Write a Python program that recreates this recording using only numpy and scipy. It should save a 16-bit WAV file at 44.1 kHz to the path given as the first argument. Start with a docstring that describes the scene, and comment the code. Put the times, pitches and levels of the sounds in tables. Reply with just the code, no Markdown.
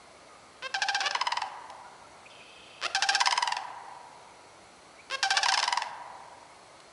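"""From a cattail marsh at the edge of a wood: a soft wash of air, a lone far chirp, then two sandhill cranes.
They call in unison three times. Each call opens with a purr, a swelling low voice that starts rough, and rolls
on as a rattle: low notes from the male (a burst, then a held tone that shortens to clicks) and short, high
arched ones from the female, which follow his in the first call and begin among his in the other two. After the
first call come a dry tick, far chirps and a blackbird's buzzing trill; near the end, another tick. Reeds and
trees throw the sounds back as scattered echoes, and the wood rings longest down low."""
import sys
import numpy as np
from scipy import signal
from scipy.io import wavfile
from scipy.ndimage import uniform_filter1d

SR = 44100
rng = np.random.default_rng(int(sys.argv[2]) if len(sys.argv) > 2 else 0)


def inscribe(sig):
    """Save sig as 16-bit PCM at rate SR to the path in sys.argv[1].

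    A 1-D sig is mono; a 2-D sig holds one channel per row.
    Samples are clipped to [-1, 1] before scaling.
    """
    pcm = np.round(np.clip(np.atleast_2d(sig).T, -1, 1) * 32767)
    wavfile.write(sys.argv[1], SR, pcm.astype(np.int16))


N = 305172

# resonances of windpipe and beak in the low register: (frequency [Hz], gain [dB])
PURR_THROAT = [(250, -16), (350, -1), (460, -2.5), (580, -6.5), (1100, 1.5), (1620, 2), (2150, -3.5),
               (2700, 1), (3250, -2), (3900, -6.5), (5400, -6.5), (6500, -17.5), (10500, -27.5)]
EDGE_HZ = 11090  # top of the recorder's band


def amp(db):
    """Turns decibels into gain."""
    return 10 ** (np.asarray(db) / 20)


def evened(x):
    """Scales to rms 1."""
    return x / np.sqrt(np.mean(x ** 2) + 1e-20)


def read(points, hz):
    """Reads a curve of (frequency, value) points on a log-frequency axis."""
    f, value = np.transpose(points)
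    return np.interp(np.log(hz + 1), np.log(f + 1), value)


def add(mix, s, sound):
    """Mixes a sound in at time s."""
    part = mix[round(s * SR):][:len(sound)]
    part += sound[:len(part)]


def wander(size, hz):
    """Random drift of about rms 1, up to about hz: straight lines between chance values."""
    steps = np.arange(size) * 4 * hz / SR + rng.random()
    knots = rng.standard_normal(size // 8 + 4)
    # straight lines lose a third of the power
    return np.interp(steps, np.arange(len(knots)), knots) * np.sqrt(3 / 2)


def gate(t, length, rise, fall):
    """Opens at zero and shuts at length, with soft edges."""
    closing = 1 + np.exp(np.clip((t - length) / fall, -50, 50))
    return np.clip(t / rise, 0, 1) / closing


def colour(x, points, size=2048):
    """Causal, minimum-phase filter with the given spectrum: every pulse rings after it strikes."""
    log_gain = np.log(amp(read(points, abs(np.fft.fftfreq(size, 1 / SR)))))
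    taps = np.fft.ifft(np.exp(np.conj(signal.hilbert(log_gain)))).real
    return signal.fftconvolve(x, taps[:size // 2])[:len(x)]


def air():
    """Steady far wind in reeds and trees, with faint drifting patches, over a thin hiss."""
    # spectrum of the far wind and hiss: (frequency [Hz], relative level [dB per Hz])
    wind = [(25, -52), (55, -7), (100, -4.5), (220, -5.5), (400, -2.5), (650, 2), (950, -2.5), (1250, -2),
            (1750, -9.5), (2800, -12), (5000, -15), (7000, -17.5), (11000, -19.5)]
    # narrow peaks in the hiss: (frequency [Hz], width [Hz], lift [dB])
    hiss_peaks = [(2170, 130, 5.5), (4300, 250, 5), (6000, 200, 3), (7880, 50, 4.5)]
    air_db, patch_db = -53.5, 1.0
    frames, hz = N // 512 + 5, np.fft.rfftfreq(2048, 1 / SR)
    a, b, patches = rng.standard_normal((3, frames, len(hz)))
    patches = uniform_filter1d(patches, size=8, axis=0)  # smooth in time
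    patches = evened(uniform_filter1d(patches, size=6, axis=1))  # smooth in frequency
    level_db = read(wind, hz)
    for f, width, db in hiss_peaks:
        level_db = level_db + db * np.exp(-.5 * ((hz - f) / width) ** 2)
    z = (a + 1j * b) * amp(level_db + patch_db * patches) * (hz < EDGE_HZ)
    noise = signal.istft(z.T, nperseg=2048, noverlap=1536)[1][:N]
    return amp(air_db) * evened(noise)


def trill(throb=0.24, sweep=-0.038, whistle_hz=3150, whistle_db=-4.5):
    """The blackbird's closing trill: a clear, fluttering whistle inside a buzz; it swells a little."""
    # noisy partials of the buzz: (frequency [Hz], width [Hz], relative level [dB])
    partials = [(2590, 120, -1), (3020, 330, -4.5), (3340, 530, -5), (4500, 340, -13), (4800, 70, -12.5)]
    start_s, length_s, end_db, swell_db = 2.295, 0.54, -53, 3.5
    t, flutter_hz = np.arange(N) / SR, 29
    cycle = (t * flutter_hz) % 1
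    turns = np.cumsum(1 + sweep * (cycle - .5)) / SR  # pitch falls in every flutter
    buzz = np.zeros(N)
    for hz, width, level in partials:
        blurred = wander(N, width / 2) + 1j * wander(N, width / 2)
        buzz += amp(level) * (blurred * np.exp(2j * np.pi * hz * turns)).real
    whistle = np.sin(2 * np.pi * whistle_hz * turns)
    song = evened(buzz) + amp(whistle_db) * evened(whistle)
    since = t - start_s
    swell = amp(end_db - swell_db * np.clip(1 - since / length_s, 0, 1))
    throbbing = evened(song * (1 - throb * np.cos(2 * np.pi * cycle)))
    return throbbing * gate(since, length_s, rise=.005, fall=.02) * swell


def far_birds(blur=0.041):
    """Single far chirps, each a gliding sine with an unsteady pitch, and the blackbird's trill."""
    # chirps: (time [s], level [dB], pitch [Hz], length [s], glide [share of the pitch])
    chirps = [(0.281, -55, 1228, 0.094, -0.12), (1.841, -53.5, 1443, 0.051, 0.079),
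              (2.027, -55.5, 1350, 0.051, 0.1), (2.254, -47.5, 2450, 0.023, .15),
              (2.296, -57, 3450, 0.035, 0.037), (2.298, -60, 5100, 0.017, 0.017),
              (2.4, -51, 2460, 0.031, 0.044), (4.983, -51, 2320, 0.034, 0.092)]
    out = trill()
    for s, db, hz, length, glide in chirps:
        u = np.linspace(0, 1, int(length * SR))
        pitch = hz * (1 + glide * (u - .5) + blur * wander(len(u), 300))
        tone = np.sin(2 * np.pi * np.cumsum(pitch) / SR)
        add(out, s, amp(db) * np.sqrt(2) * np.sin(np.pi * u) * tone)
    return out


def syrinx(hz, tilt_db, throat, rasp):
    """One sharp snap a cycle; rasp adds uneven shapes and puffs of air noise. Leaves the throat near rms 1."""
    k = np.arange(1, int(EDGE_HZ / np.mean(hz)) + 2)[:, None]  # harmonic numbers
    turns = np.cumsum(hz) / SR + .5
    chance = np.array([wander(len(hz), 130) + 1j * wander(len(hz), 130) for _ in k])
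    unsteady = np.minimum(k / 4, 1) * chance * (.15 + 1.3 * rasp)  # the lowest harmonics are steadier
    heights = amp(tilt_db * np.log2(k)) * np.exp(.16 * unsteady.real + .5j * unsteady.imag)
    pulses = -(heights * np.exp(2j * np.pi * k * turns)).sum(0).real
    opening = np.cos(np.pi * turns) ** 2
    puffs = opening * rng.standard_normal(len(hz)) * np.linalg.norm(heights[1:], axis=0)
    loudness = np.linalg.norm(heights * amp(read(throat, k * hz)), axis=0)
    return (pulses + rasp * puffs) * np.sqrt(2) / loudness


def low_voice(t, hz, rough, bright_db=1.7, soft_db=-0.5):
    """The low register: when rough, the membranes stutter and lose their pitch."""
    jitter, stutter_db, stutter_hz, rasp = .05, 7, 135, .55
    pitch = hz * (1 + jitter * rough * wander(len(t), 260))
    beats = np.cumsum(stutter_hz * (1 + .3 * wander(len(t), 60))) / SR
    # the voice comes in quick bunches
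    stutter = evened(amp(stutter_db * rough * np.sin(2 * np.pi * beats)))
    return stutter * syrinx(pitch, soft_db + bright_db * rough, PURR_THROAT, rasp * rough)


def purrs():
    """Low notes before and under the rattle: purrs scoop up, clear and swell; rough grunts fade and sink."""
    # purrs: (time [s], length [s], top level [dB], first pitch [Hz], last pitch [Hz], last roughness [0-1])
    purr_notes = [(0.623, 0.049, -31, 518.5, 535, 0.09), (1.031, 0.051, -26.5, 562.5, 587.4, 0.25),
                  (2.825, 0.043, -25.5, 531, 704.6, 0.73), (3.104, 0.042, -33, 588, 635, 0.85),
                  (5.110, 0.047, -27, 535.5, 544, 0.17), (5.338, 0.058, -29, 573, 582, .15)]
    # short grunts: (time [s], length [s], first level [dB], first pitch [Hz])
    grunts = [(1.015, 0.015, -30, 537), (1.158, 0.017, -31, 499), (2.815, 0.0066, -35.5, 428),
              (3.261, 0.031, -34, 599), (3.362, .016, -39, 486), (5.099, 0.0082, -36, 468),
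              (5.642, 0.022, -35, 574), (5.689, 0.018, -42, 496)]
    scoop, scoop_s, swell_db = 0.1107, 0.00665, 9  # scoop as a share of the pitch
    first_rough, clearing_s, grunt_rough = .95, .011, .75
    grunt_fade_db, grunt_sag = 13, 0.088  # sag as a share of the pitch
    rise, release_s = .0015, 0.0016
    out, t = np.zeros(N), np.arange(int(.08 * SR)) / SR
    for s, length, db, first_hz, last_hz, last_rough in purr_notes:
        u = np.minimum(t / length, 1)
        hz = (first_hz + (last_hz - first_hz) * u) * (1 - scoop * np.exp(-t / scoop_s))
        rough = last_rough + (first_rough - last_rough) * np.exp(-t / clearing_s)
        level = amp(db - swell_db * (1 - u)) * gate(t, length, rise, release_s)
        add(out, s, level * low_voice(t, hz, rough))
    for s, length, db, hz in grunts:
        u = np.minimum(t / length, 1)
        level = amp(db - grunt_fade_db * u) * gate(t, length, rise, release_s)
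        add(out, s, level * low_voice(t, hz * (1 - grunt_sag * u), grunt_rough))
    return colour(out, PURR_THROAT)


def male(leap=0.1336, burst_tilt_db=1, held_tilt_db=-2.0, dulling_db=50, sag_per_s=0.79):
    """Each note bursts out with a leap of pitch, catches roughly, then settles on a softer tone that sinks."""
    # his notes, which shorten through each rattle until little but a click is left:
    # (time [s], level [dB], length [s])
    notes = [(0.741, -24, 0.031), (0.8186, -20.5, .024), (.8850, -21, 0.023), (0.9455, -21.5, 0.025),
             (1.0040, -22.5, 0.019), (1.0582, -22.5, 0.0087), (1.0684, -22.5, 0.0027),
             (1.109, -22.5, 0.0033), (2.9475, -20.5, 0.028), (3.0226, -19.5, 0.023), (3.0880, -19, 0.021),
             (3.1480, -20, 0.019), (3.2032, -20.5, 0.014), (3.2573, -21.5, 0.012), (3.3090, -22.5, 0.0033),
             (3.364, -37, 0.0032), (5.2278, -21, 0.038), (5.3043, -19.5, 0.025), (5.3688, -19, 0.018),
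             (5.4303, -19.5, 0.015), (5.4842, -20, 0.02), (5.5383, -20.5, 0.015), (5.5912, -20, 0.0021),
             (5.599, -23, 0.0033), (5.6392, -20.5, 0.0027), (5.654, -31, 0.002)]
    # resonances of his windpipe and beak: (frequency [Hz], gain [dB])
    throat = [(250, -19.5), (550, -6.5), (820, -1.5), (1150, 1.5), (1620, 6), (2100, -6), (2700, 2),
              (3900, -0.5), (4800, 2.5), (5500, 2.5), (6500, -6), (7800, -12.5), (10500, -20.5)]
    # his pitch follows his effort: the pitch at a usual level, and its rise with level
    usual_hz, usual_db, hz_per_db = 798.5, -20, 2
    # every note opens with the same burst; the held tone after it is softer and fades
    burst_s, held_db, held_rise_s, held_release_s, held_fade_db_per_s = 0.004, -2.5, 0.0025, 0.0042, 168
    out, t = np.zeros(N), np.arange(int(.07 * SR)) / SR
    catch = np.exp(-((t - .008) / .003) ** 2)
    pressure = np.exp(-((t - .0025) / .0034) ** 2)
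    jitter = .022 + .045 * catch + .035 * pressure
    shimmer_db, rasp = .6 + 1.6 * catch, .6
    sag = sag_per_s * t
    held_level = amp(held_db - held_fade_db_per_s * (t - burst_s))
    tilt_db = held_tilt_db + (burst_tilt_db - held_tilt_db) * pressure - dulling_db * t
    for s, db, length in notes:
        burst = gate(t, min(length, burst_s), .001, .0007)
        # the held tone starts just before the burst ends
        held = gate(t - burst_s * 0.88, length - burst_s, held_rise_s, held_release_s) * held_level
        hz = usual_hz + hz_per_db * (db - usual_db)
        pitch = hz * (1 + leap * pressure - sag + jitter * wander(len(t), 330))
        level = amp(db) * (burst + held) * amp(shimmer_db * wander(len(t), 340))
        add(out, s, level * syrinx(pitch, tilt_db, throat, rasp))
    return colour(out, throat)


def female(arch=0.25, crest=0.37, dulling_db=19):
    """About ten cycles a fresh note: the pitch arches, and the pulses round off as the pressure drops."""
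    # her runs, one a call: (time she is spent [s], fresh level [dB], brightness [dB per octave],
    # starts of her notes [s])
    runs = [(1.45, -20.5, 3.5, [1.1471, 1.2105, 1.2678, 1.319, 1.369, 1.417]),
            (3.57, -19.5, 3.5, [3.2092, 3.2695, 3.3224, 3.3745, 3.4232, 3.4729, 3.5199, 3.5655]),
            (5.82, -21, 5, [5.456, 5.5186, 5.573, 5.6259, 5.676, 5.724, 5.7717, 5.8189])]
    # resonances of her windpipe and beak: (frequency [Hz], gain [dB])
    throat = [(300, -51.5), (650, -0.5), (980, 9), (1400, -1), (2000, 1), (3000, -1), (3900, -8.5),
              (5000, -1.5), (5900, -10), (6900, -15.5), (8500, -20), (10500, -28)]
    # her notes while fresh, and how they sink, soften and shorten as she tires toward the end of a run
    fresh_hz, fresh_s = 1028.6, 0.0096
    tiring_s, sag_hz, drop_db, shorter_s = 0.071, 156, 5, 0.0035
    out, t = np.zeros(N), np.arange(int(.025 * SR)) / SR
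    jitter, rasp, rise, fall = .032, .7, .0038, .0008
    for spent_s, fresh_db, bright_db, starts in runs:
        for s in starts:
            tired = np.exp((s - spent_s) / tiring_s)
            hz = fresh_hz - sag_hz * tired
            db = fresh_db - drop_db * tired
            length = fresh_s - shorter_s * tired
            past_crest = np.minimum(t / length, 1.2) - crest
            pitch = hz * (1 - arch * past_crest ** 2 + jitter * wander(len(t), 318))
            tilt_db = bright_db - dulling_db * np.maximum(past_crest, 0)
            level = amp(db) * gate(t, length, rise, fall)
            add(out, s, level * syrinx(pitch, tilt_db, throat, rasp))
    return colour(out, throat)


def echo(x, delay, db):
    """A single near reflection: a delayed, softer copy."""
    return amp(db) * np.r_[np.zeros(int(delay * SR)), x][:N]


def treble(x, from_hz=5100):
    """Lowers or lifts the top of the calls, gliding from one to the next; the first is the dullest."""
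    # treble in the three calls: (time [s], level [dB])
    tops = [(1.1, -6.5), (3.2, 1.2), (5.5, 0.6)]
    s, db = np.transpose(tops)
    highpass = signal.butter(2, from_hz, "highpass", fs=SR, output="sos")
    top = signal.sosfiltfilt(highpass, x)
    return x + (amp(np.interp(np.arange(N) / SR, s, db)) - 1) * top


def scatter(x, spectrum, t60, delay, rise):
    """Many faint echoes that arrive in clumps; each band has its own strength and dies at its own speed."""
    t = np.arange(2 * SR) / SR
    taps = rng.choice([-1., 1.], len(t)) * (rng.random(len(t)) < 4000 / SR)  # about 4000 echoes a second
    taps *= amp(5 * np.tanh(wander(len(t), 25)))  # the clumps
    hz, frame_s, z = signal.stft(taps, SR, nperseg=256)
    decay = amp(-60 * frame_s / read(t60, hz)[:, None])
    z = z * decay * (1 - np.exp(-frame_s / rise))
    # every band is evened in energy, then given its strength
    z *= amp(read(spectrum, hz))[:, None] / np.sqrt((abs(z) ** 2).sum(1, keepdims=True) * 256 ** 2 / 3)
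    tail = np.r_[np.zeros(int(delay * SR)), signal.istft(z, SR, nperseg=256)[1]]
    return signal.fftconvolve(x, tail)[:N]


def snaps(decay=0.0029):
    """Faint, bright ticks, as of dry reeds: noise that dies within milliseconds."""
    # ticks: (time [s], level [dB])
    ticks = [(1.701, -30.5), (6.802, -34.5)]
    out, t = np.zeros(N), np.arange(SR // 30) / SR
    for s, db in ticks:
        add(out, s, amp(db) * np.exp(-t / decay) * rng.standard_normal(len(t)))
    return colour(out, [(500, -21), (3000, -1.5), (10000, -16)])


def scene():
    """The pair in the reeds, the wood behind them, and the marsh around."""
    # scatter from the reeds: (frequency [Hz], level against the direct sound [dB])
    reed_spectrum = [(300, -7), (780, 2.5), (1100, -25.5), (1600, -18), (2200, -17.5), (3000, -14),
                     (5000, -19), (10000, -15)]
    # echo from the wood: (frequency [Hz], level against the direct sound [dB])
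    wood_spectrum = [(300, -67), (600, 2.5), (800, -4.5), (1000, -12), (1300, -4.5), (1650, -11.5),
                     (2100, -12), (3000, -15), (5000, -16), (10000, -12.5)]
    # decay of the wood's echo: (frequency [Hz], time to fall 60 dB [s])
    wood_t60 = [(300, 2.8), (900, 2.22), (1800, 1.45), (3000, 0.82), (5000, 0.37), (10000, 0.23)]
    reed_t60 = [(500, 0.34), (1000, 0.12), (3000, 0.3), (10000, 0.11)]
    birds, high_notes = far_birds(), female()
    cranes = treble(purrs() + male() + high_notes + echo(high_notes, delay=0.0093, db=-11.5))
    reeds = scatter(cranes, reed_spectrum, reed_t60, delay=.009, rise=0.001)
    # the far birds send more of their sound by way of the wood
    wood = scatter(cranes + amp(5.5) * birds, wood_spectrum, wood_t60, delay=0.026, rise=0.014)
    return (air() + birds + cranes + reeds + wood + snaps())[None]


def record(dry):
    """The recorder's band limit, one channel."""
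    lowpass = signal.firwin(511, EDGE_HZ, window=("kaiser", 8), fs=SR)
    return signal.oaconvolve(dry, lowpass[None], "same")


dry = scene()
out = record(dry)
inscribe(out)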